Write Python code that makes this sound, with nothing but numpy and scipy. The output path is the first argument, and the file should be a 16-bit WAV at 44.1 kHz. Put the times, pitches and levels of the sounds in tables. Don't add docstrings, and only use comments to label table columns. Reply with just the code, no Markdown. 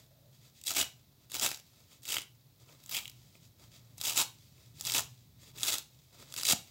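import sys
import numpy as np
from scipy import signal
from scipy.fft import rfft, irfft
from scipy.io import wavfile
from scipy.ndimage import uniform_filter1d

SR = 44100
rng = np.random.default_rng(int(sys.argv[2]) if len(sys.argv) > 2 else 0)


def persist_wave(psi):
    counts = np.round(np.clip(psi, -1, 1) * 32767).astype(np.int16)
    wavfile.write(sys.argv[1], SR, np.atleast_2d(counts).T)


N = 295470
TIME = np.arange(N) / SR

# t/s, level/dB
DRONE_SWELL = [(0.0, -67), (2.56, -68), (3.08, -63), (3.53, -66), (4.05, -61.5), (4.64, -66), (4.87, -56.5),
               (5.24, -63.5), (5.62, -60.5), (5.84, -67.5), (6.7, -65.5)]
# f/Hz, level/dB
DRONE_COLOUR = [(20, -37), (32, -43), (50, -13.5), (66, -7.5), (80, -7.5), (97, -2.5), (108, -3),
                (120, 4.5), (145, -3), (190, -13.5), (280, -18.5), (500, -49)]
HISS_COLOUR = [(300, 5.5), (500, 0), (800, -2.5), (1500, -9.5), (3000, -11), (3900, -2.5), (6000, -10),
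               (9000, -15), (11500, -7), (15000, -3.5)]
# middle/s, length/s, scratch on the pad/dB, rub on the foam re scratch/dB
STROKES = [(0.0, 0.076, -63.5, -4.5), (0.354, 0.052, -67, -8), (0.455, 0.065, -62.5, -7),
           (0.583, 0.055, -61.5, -24), (0.987, 0.085, -74, -1), (1.234, 0.057, -71, -4),
           (1.678, 0.073, -67.5, -12), (1.792, 0.11, -65.5, -4.5), (1.931, 0.063, -60, -6.5),
           (2.62, 0.036, -63, -5), (2.713, 0.067, -61.5, -0.5), (2.81, 0.09, -66, -5),
           (3.23, 0.23, -67, -7), (3.359, 0.036, -64, -12), (3.444, 0.053, -62.5, -10),
           (3.63, 0.063, -61, -3.5), (3.755, 0.06, -58.5, -7.5), (3.87, 0.25, -72.5, -0.5),
           (4.42, 0.17, -65.5, -12), (4.625, 0.14, -65, -5.5), (4.786, 0.048, -58, -10),
           (5.14, 0.2, -68.5, -18), (5.435, 0.061, -59.5, -6.5), (5.485, 0.041, -57.5, -6),
           (5.576, 0.043, -56.5, -1), (5.97, 0.28, -69, -15), (6.147, 0.038, -60.5, -3),
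           (6.213, 0.05, -55, -1.5), (6.305, 0.088, -58.5, -4), (6.69, 0.17, -61, -8)]
# t/s, level/dB
THUMB_DRAG = [(.05, -85), (.11, -73.5), (.3, -71.5), (.36, -95)]
# t/s, level/dB
TAPS = [(1.81, -65), (2.61, -66), (2.69, -53), (2.735, -66.5), (3.352, -55), (3.609, -62), (4.58, -60),
        (6.131, -64), (6.265, -65)]
# f/Hz, level/dB
SCRATCH_COLOUR = [(900, -28.5), (2000, -5.5), (3000, -2.5), (3900, 1.5), (5500, -1.5), (7800, -2),
                  (9200, -11), (16000, -9)]
RUB_COLOUR = [(120, -5.5), (300, 2.5), (430, 2.5), (570, 0), (780, -5.5), (1000, -2), (1400, -7.5),
              (2200, -7), (5000, -50)]
TAP_COLOUR = [(100, -9), (300, 3.5), (550, -2), (1000, -5), (1600, -21), (2300, 3), (3200, -4), (8000, -21),
              (16000, -43)]
# start/s, end/s, peak crackle of straining fibres/dB, hollow between the hands f/Hz,
# hollow re foam/dB, fine fibres re coarse/dB
PULLS = [(0.634, 0.867, -44, 750, -10.5, -9.5), (1.296, 1.6, -40, 760, -6, -8.5),
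         (2.021, 2.24, -40.5, 870, -13, -10), (2.816, 3.134, -50.5, 840, -6, -3),
         (3.972, 4.214, -40, 870, 1.5, -10), (4.783, 5.022, -41.5, 830, -4, -11.5),
         (5.552, 5.826, -38, 820, -7, -9.5), (6.303, 6.545, -45, 770, -19, -20)]
# t/s, crack/dB, pad ring re crack/dB, foam body re crack/dB
SNAPS = [(0.614, -48, -12, -28), (0.638, -44, -15, -29), (0.664, -36.5, -13, -30), (0.678, -30.5, -22, -25),
         (1.309, -48.5, -20, -19), (1.318, -38, -13, -8.5), (1.343, -31.5, -4, -12), (1.397, -31, -6, -13),
         (1.505, -38, -8, -19), (1.515, -35, -1, -2), (1.529, -45, 0, -4), (1.545, -41.5, -7, -19),
         (2.032, -51, -13, -22), (2.053, -44.5, 0.5, -21), (2.102, -37, 2, -22.5), (2.121, -32.5, 2.5, -25),
         (2.141, -32, 3, -22), (2.167, -31.5, 7, -4), (2.183, -34.5, -1, -4), (2.218, -43.5, -1, -11),
         (2.838, -49.5, -25, -27), (2.861, -45, -18, -13), (2.894, -36.5, -11, -15), (2.912, -43, -20, -24),
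         (2.934, -38.5, 2, -15), (3.055, -45.5, 3.5, -9), (3.078, -42.5, 3.5, -14),
         (3.097, -45.5, -15, -20), (3.981, -45, -12, -14), (4.013, -32, -13, -15.5), (4.037, -36, -10, -13),
         (4.17, -29, -2, -15), (4.219, -29, -10, -8), (4.81, -33.5, -26, -13.5), (4.851, -33.5, -15, -27),
         (4.869, -30, -14, -18), (4.898, -33, 2, -14), (4.92, -28.5, -9, -14), (4.938, -29, -16, -22),
         (4.948, -28, 3, -18), (4.981, -29, -16, -15), (5.584, -45, -7, -15), (5.608, -40, -6, -16),
         (5.632, -26.5, -9, -16.5), (5.73, -26.5, -20, -14), (5.783, -30, -19, -12.5),
         (6.323, -44.5, -13, -11), (6.34, -37.5, -20, -9.5), (6.363, -36, -7, -8.5), (6.411, -34, -9, -14),
         (6.433, -29.5, -14, -11.5), (6.452, -28.5, -2, -15)]
# start/s, length/s, crackle/dB, pad re crackle/dB, foam re crackle/dB
RUNS = [(0.67, 0.023, -34.5, -10, -20), (0.703, 0.011, -35, -5.5, -10), (0.763, 0.055, -30, -2, -9),
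        (1.347, 0.014, -37, -3, -10.5), (1.424, 0.041, -30, -4, -8.5), (2.09, 0.066, -38, -1.5, -11),
        (2.913, 0.028, -40, -5, -12), (2.947, 0.034, -35.5, 3.5, -12.5), (4.05, 0.054, -33.5, -4, -13),
        (4.17, 0.043, -27, -4.5, -10.5), (4.863, 0.042, -38, -5, -15.5), (4.943, 0.048, -30, -4, -9.5),
        (5.637, 0.02, -39, -3, -10.5), (5.676, 0.017, -30, -5, -13.5), (5.725, 0.02, -33, -7, -12),
        (6.38, 0.0078, -37, -5, -10.5), (6.457, 0.02, -32.5, -5, -17.5), (6.489, 0.036, -25, -6, -12.5)]
# f/Hz, level/dB
COARSE_COLOUR = [(1200, -32.5), (2200, -9.5), (3200, -3), (3750, 1), (4300, -1.5), (5600, -2), (6600, -1.5),
                 (8000, 0), (9000, -9), (10400, -6.5), (12500, -9), (16000, -10)]
FINE_COLOUR = [(5000, -25.5), (9500, -8), (12500, -4.5), (16000, -1)]
FOAM_COLOUR = [(30, -39), (70, -5.5), (170, -11), (290, -1), (400, -0.5), (620, -2.5), (850, -2),
               (1130, -3.5), (1550, 1), (1900, -2), (2400, -15.5), (5000, -44)]
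# f/Hz, width/Hz, level/dB
PAD_MODES = [(2330, 195, -1.5), (2564, 285, -3), (2916, 303, 3.5), (3310, 680, -2)]
# t/s, level/dB
RELEASE = [(6.532, -26)]
# f/Hz, level/dB, t60/s
BLOCK_MODES = [(156, -13, 0.037), (235, 0, 0.027), (730, 4, 0.013), (1420, -21, 0.0097)]

STRAIN_PAD_DB, STRAIN_FOAM_DB = -7, -12
TAUTEN_DB = 2


def from_db(db):
    return 10 ** (np.asarray(db) / 20)


def unit_rms(x):
    return x / np.sqrt(np.mean(x ** 2) + 1e-20)


def gain_curve(rows):
    return from_db(np.interp(TIME, *np.transpose(rows)))


def coloured(x, spectrum, size=8192):
    hz, db = np.transpose(spectrum)
    bin_hz = np.maximum(np.arange(size // 2 + 1) * SR / size, 1)
    gains = from_db(np.interp(np.log(bin_hz), np.log(hz), db))
    cepstrum = irfft(np.log(gains))
    cepstrum[1:size // 2] *= 2
    cepstrum[size // 2 + 1:] = 0
    impulse = unit_rms(irfft(np.exp(rfft(cepstrum)))) / np.sqrt(size)
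    return signal.oaconvolve(x, impulse)[:N]


def resonance(x, hz, width_hz):
    r = np.exp(-np.pi * width_hz / SR)
    feedforward = np.sqrt((1 - r * r) / 2) * np.array([1, 0, -1])
    feedback = [1, -2 * r * np.cos(2 * np.pi * hz / SR), r * r]
    return signal.lfilter(feedforward, feedback, x + 1e-18)


def blend(x, other, db):
    return (x + from_db(db) * other) / np.hypot(1, from_db(db))


def room_tone():
    drone = from_db(3) * gain_curve(DRONE_SWELL) * coloured(rng.standard_normal(N), DRONE_COLOUR)
    hiss = from_db(-68) * coloured(rng.standard_normal(N), HISS_COLOUR)
    return drone + hiss


def crackle(per_s, spread_db, even_s, slips_per_s, slip_s, slip_db):
    slips = rng.random(N) < slips_per_s / SR
    since_slip = TIME - np.maximum.accumulate(TIME * slips)
    size_db = spread_db * np.minimum(rng.exponential(1, N), 3)
    avalanche_db = slip_db * np.exp(-since_slip / slip_s)
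    clicks = from_db(size_db + avalanche_db) * rng.choice([-1, 1], N) * (rng.random(N) < per_s / SR)
    local_power = np.abs(uniform_filter1d(clicks ** 2, int(even_s * SR)))
    return clicks / np.sqrt(local_power + 1e-9)


def finger_strokes(edge_db=4.5):
    power = np.outer(from_db([-75, -84.5]) ** 2, np.ones(N))
    for middle, length, db, rub_db in STROKES:
        span = np.abs(TIME - middle) < 2 * length
        scratch_db = db - edge_db * (2 * (TIME[span] - middle) / length) ** 2
        power[:, span] += from_db([scratch_db, scratch_db + rub_db]) ** 2
    return np.sqrt(power)


def handling():
    scratch_gain, rub_gain = finger_strokes()
    catches = crackle(per_s=11000, spread_db=3, even_s=0.066, slips_per_s=33, slip_s=0.0028, slip_db=7)
    scratch = coloured(from_db(-0.44) * scratch_gain * catches, SCRATCH_COLOUR)
    rub = coloured(from_db(-2) * rub_gain * catches, RUB_COLOUR)
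    thumb = resonance(resonance(catches, hz=560, width_hz=160), hz=570, width_hz=220)
    drag = gain_curve(THUMB_DRAG) * unit_rms(thumb)
    presses = sum(from_db(db) * (TIME > s) * np.exp(-np.abs(TIME - s) / 0.0059) for s, db in TAPS)
    taps = coloured(presses * catches, TAP_COLOUR)
    return scratch + rub + drag + taps


def bundle_snaps(snaps, span_s=0.0023, scatter_s=0.0015, spread_db=4.2, count=18):
    drives = np.zeros((3, N))
    for s, db, pad_db, foam_db in snaps:
        lags = scatter_s * rng.exponential(1, count)
        draw = rng.standard_normal(count)
        sizes = np.sign(draw) * from_db(spread_db * np.abs(draw)) * np.exp(-0.5 * lags / scatter_s)
        sizes *= np.sqrt(span_s * SR / np.sum(sizes ** 2))
        gains = from_db([db, db + pad_db, db + foam_db])
        drives[:, ((s + lags) * SR).astype(int)] += np.outer(gains, sizes)
    return drives


def stray_snaps(per_s=40, offset_db=-2.5, spread_db=4, sag_db=10.5):
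    rows = []
    for start, end, db, *_ in PULLS:
        for when, size in rng.random((int(per_s * (end - start)), 2)):
            progress = 2 * when - 1
            taut_db = TAUTEN_DB * progress
            crack_db = db + offset_db - sag_db * progress ** 2 + spread_db * (2 * size - 1)
            s = start + when * (end - start)
            rows.append((s, crack_db, STRAIN_PAD_DB + taut_db, STRAIN_FOAM_DB + taut_db))
    return rows


def strain(sag_db=22.5):
    power = np.zeros((3, N))
    for start, end, db, *_ in PULLS:
        span = slice(int(start * SR), int(end * SR))
        progress = np.linspace(-1, 1, len(TIME[span]))
        fibre_db = db - sag_db * progress ** 2
        body_db = fibre_db + TAUTEN_DB * progress
        power[:, span] += from_db([fibre_db, body_db + STRAIN_PAD_DB, body_db + STRAIN_FOAM_DB]) ** 2
    return power


def seam_runs(attack_db_per_s=950, decay_db_per_s=650, foam_growth_db=3.5):
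    power = np.zeros((3, N))
    for start, length, db, pad_db, foam_db in RUNS:
        span = slice(int((start - 0.05) * SR), int((start + 0.25) * SR))
        t = TIME[span] - start
        fibre_db = db - attack_db_per_s * np.maximum(-t, 0) - decay_db_per_s * np.maximum(t - length, 0)
        growth_db = foam_growth_db * (np.clip(t / length, 0, 1) - 0.5)
        power[:, span] += from_db([fibre_db, fibre_db + pad_db, fibre_db + foam_db + growth_db]) ** 2
    return power


def stalls(stall_s=0.006, depth_db=-3):
    gain = np.ones(N)
    for s, *_ in SNAPS:
        gain[int((s - stall_s) * SR):int(s * SR)] = from_db(depth_db)
    return gain


def fibre_ticks(breaks, q=6.4, ping_db=-0.5, count=16):
    which_fibre = rng.integers(0, count, N)
    fibre_hz = np.linspace(3200, 15000, count)
    pings = sum(resonance(breaks * (which_fibre == k), hz, hz / q) for k, hz in enumerate(fibre_hz))
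    return blend(breaks, pings, ping_db)


def pad_ring(breaks):
    gains = from_db([db for _, _, db in PAD_MODES])
    modes = [(-1) ** k * resonance(breaks, hz, width) for k, (hz, width, _) in enumerate(PAD_MODES)]
    return gains @ np.array(modes) / np.linalg.norm(gains)


def tearing():
    attached = TIME < RELEASE[0][0] + 0.003
    fibre_gain, pad_gain, foam_gain = np.sqrt(strain() + seam_runs()) * attached
    speed = (fibre_gain / from_db(-32)) ** 0.7
    breaks = stalls() * crackle(per_s=1400 + 9000 * speed, spread_db=3.5, even_s=0.017,
                                slips_per_s=160, slip_s=0.0034, slip_db=16.6 / (1 + 0.5 * speed))
    crack, twang, jolt = bundle_snaps(SNAPS + stray_snaps())
    ticks = fibre_ticks(from_db(-2) * fibre_gain * breaks + from_db(-0.54) * crack)
    coarse, fine = coloured(ticks, COARSE_COLOUR), coloured(ticks, FINE_COLOUR)
    thuds = from_db(-2.5) * foam_gain * breaks + from_db(-1.5) * jolt
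    foam = coloured(thuds, FOAM_COLOUR)
    tear = pad_ring(pad_gain * breaks + from_db(3.5) * twang)
    for start, end, _, hollow_hz, hollow_db, fine_db in PULLS:
        held = (TIME > start - 0.1) & (TIME < end + 0.1)
        hollow = resonance(thuds, hollow_hz, width_hz=290)
        tear += held * (blend(coarse, fine, fine_db) + blend(foam, hollow, hollow_db))
    return tear


def release_thump():
    wobble = np.zeros(N)
    for s, db in RELEASE:
        t = np.maximum(TIME - s, 0)
        for hz, mode_db, t60 in BLOCK_MODES:
            wobble += from_db(db + mode_db - 60 * t / t60) * np.sin(2 * np.pi * hz * t)
    return signal.sosfilt(signal.butter(3, 110, "high", fs=SR, output="sos"), wobble + 1e-18)


def near_echoes(x, echo_db=-10, fade_s=0.003, count=24):
    lags = np.linspace(0.0006, 3 * fade_s, count) * rng.uniform(0.85, 1.15, count)
    echoes = np.zeros(SR // 10)
    echoes[(lags * SR).astype(int)] = np.exp(-lags / fade_s) * rng.choice([-1, 1], count)
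    return from_db(echo_db) * signal.oaconvolve(x, echoes / np.linalg.norm(echoes))[:N]


def room_echoes(x, t60=0.26, wet_db=-13.5, treble_db=-3.5, split_hz=6700, delay_s=0.0048, build_s=0.0067):
    t = np.maximum(TIME[:SR // 2] - delay_s, 0)
    bands = [signal.butter(6, split_hz, kind, fs=SR, output="sos") for kind in ("low", "high")]
    low, high = [signal.sosfilt(band, rng.standard_normal(len(t))) for band in bands]
    envelope = (1 - np.exp(-t / build_s)) * from_db(-60 * t / t60)
    tail = (low + from_db(treble_db) * high) * envelope
    return from_db(wet_db) * signal.oaconvolve(x, tail / np.linalg.norm(tail))[:N]


def scene():
    sponge = tearing() + release_thump() + handling()
    return (sponge + near_echoes(sponge) + room_echoes(sponge) + room_tone())[None]


def record(dry):
    bass_cut = signal.butter(3, 38, "high", fs=SR, output="sos")
    top_cut = signal.ellip(12, 0.1, 70, 15900, fs=SR, output="sos")
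    return signal.sosfilt(top_cut, signal.sosfilt(bass_cut, dry))


dry = scene()
out = record(dry)
persist_wave(out)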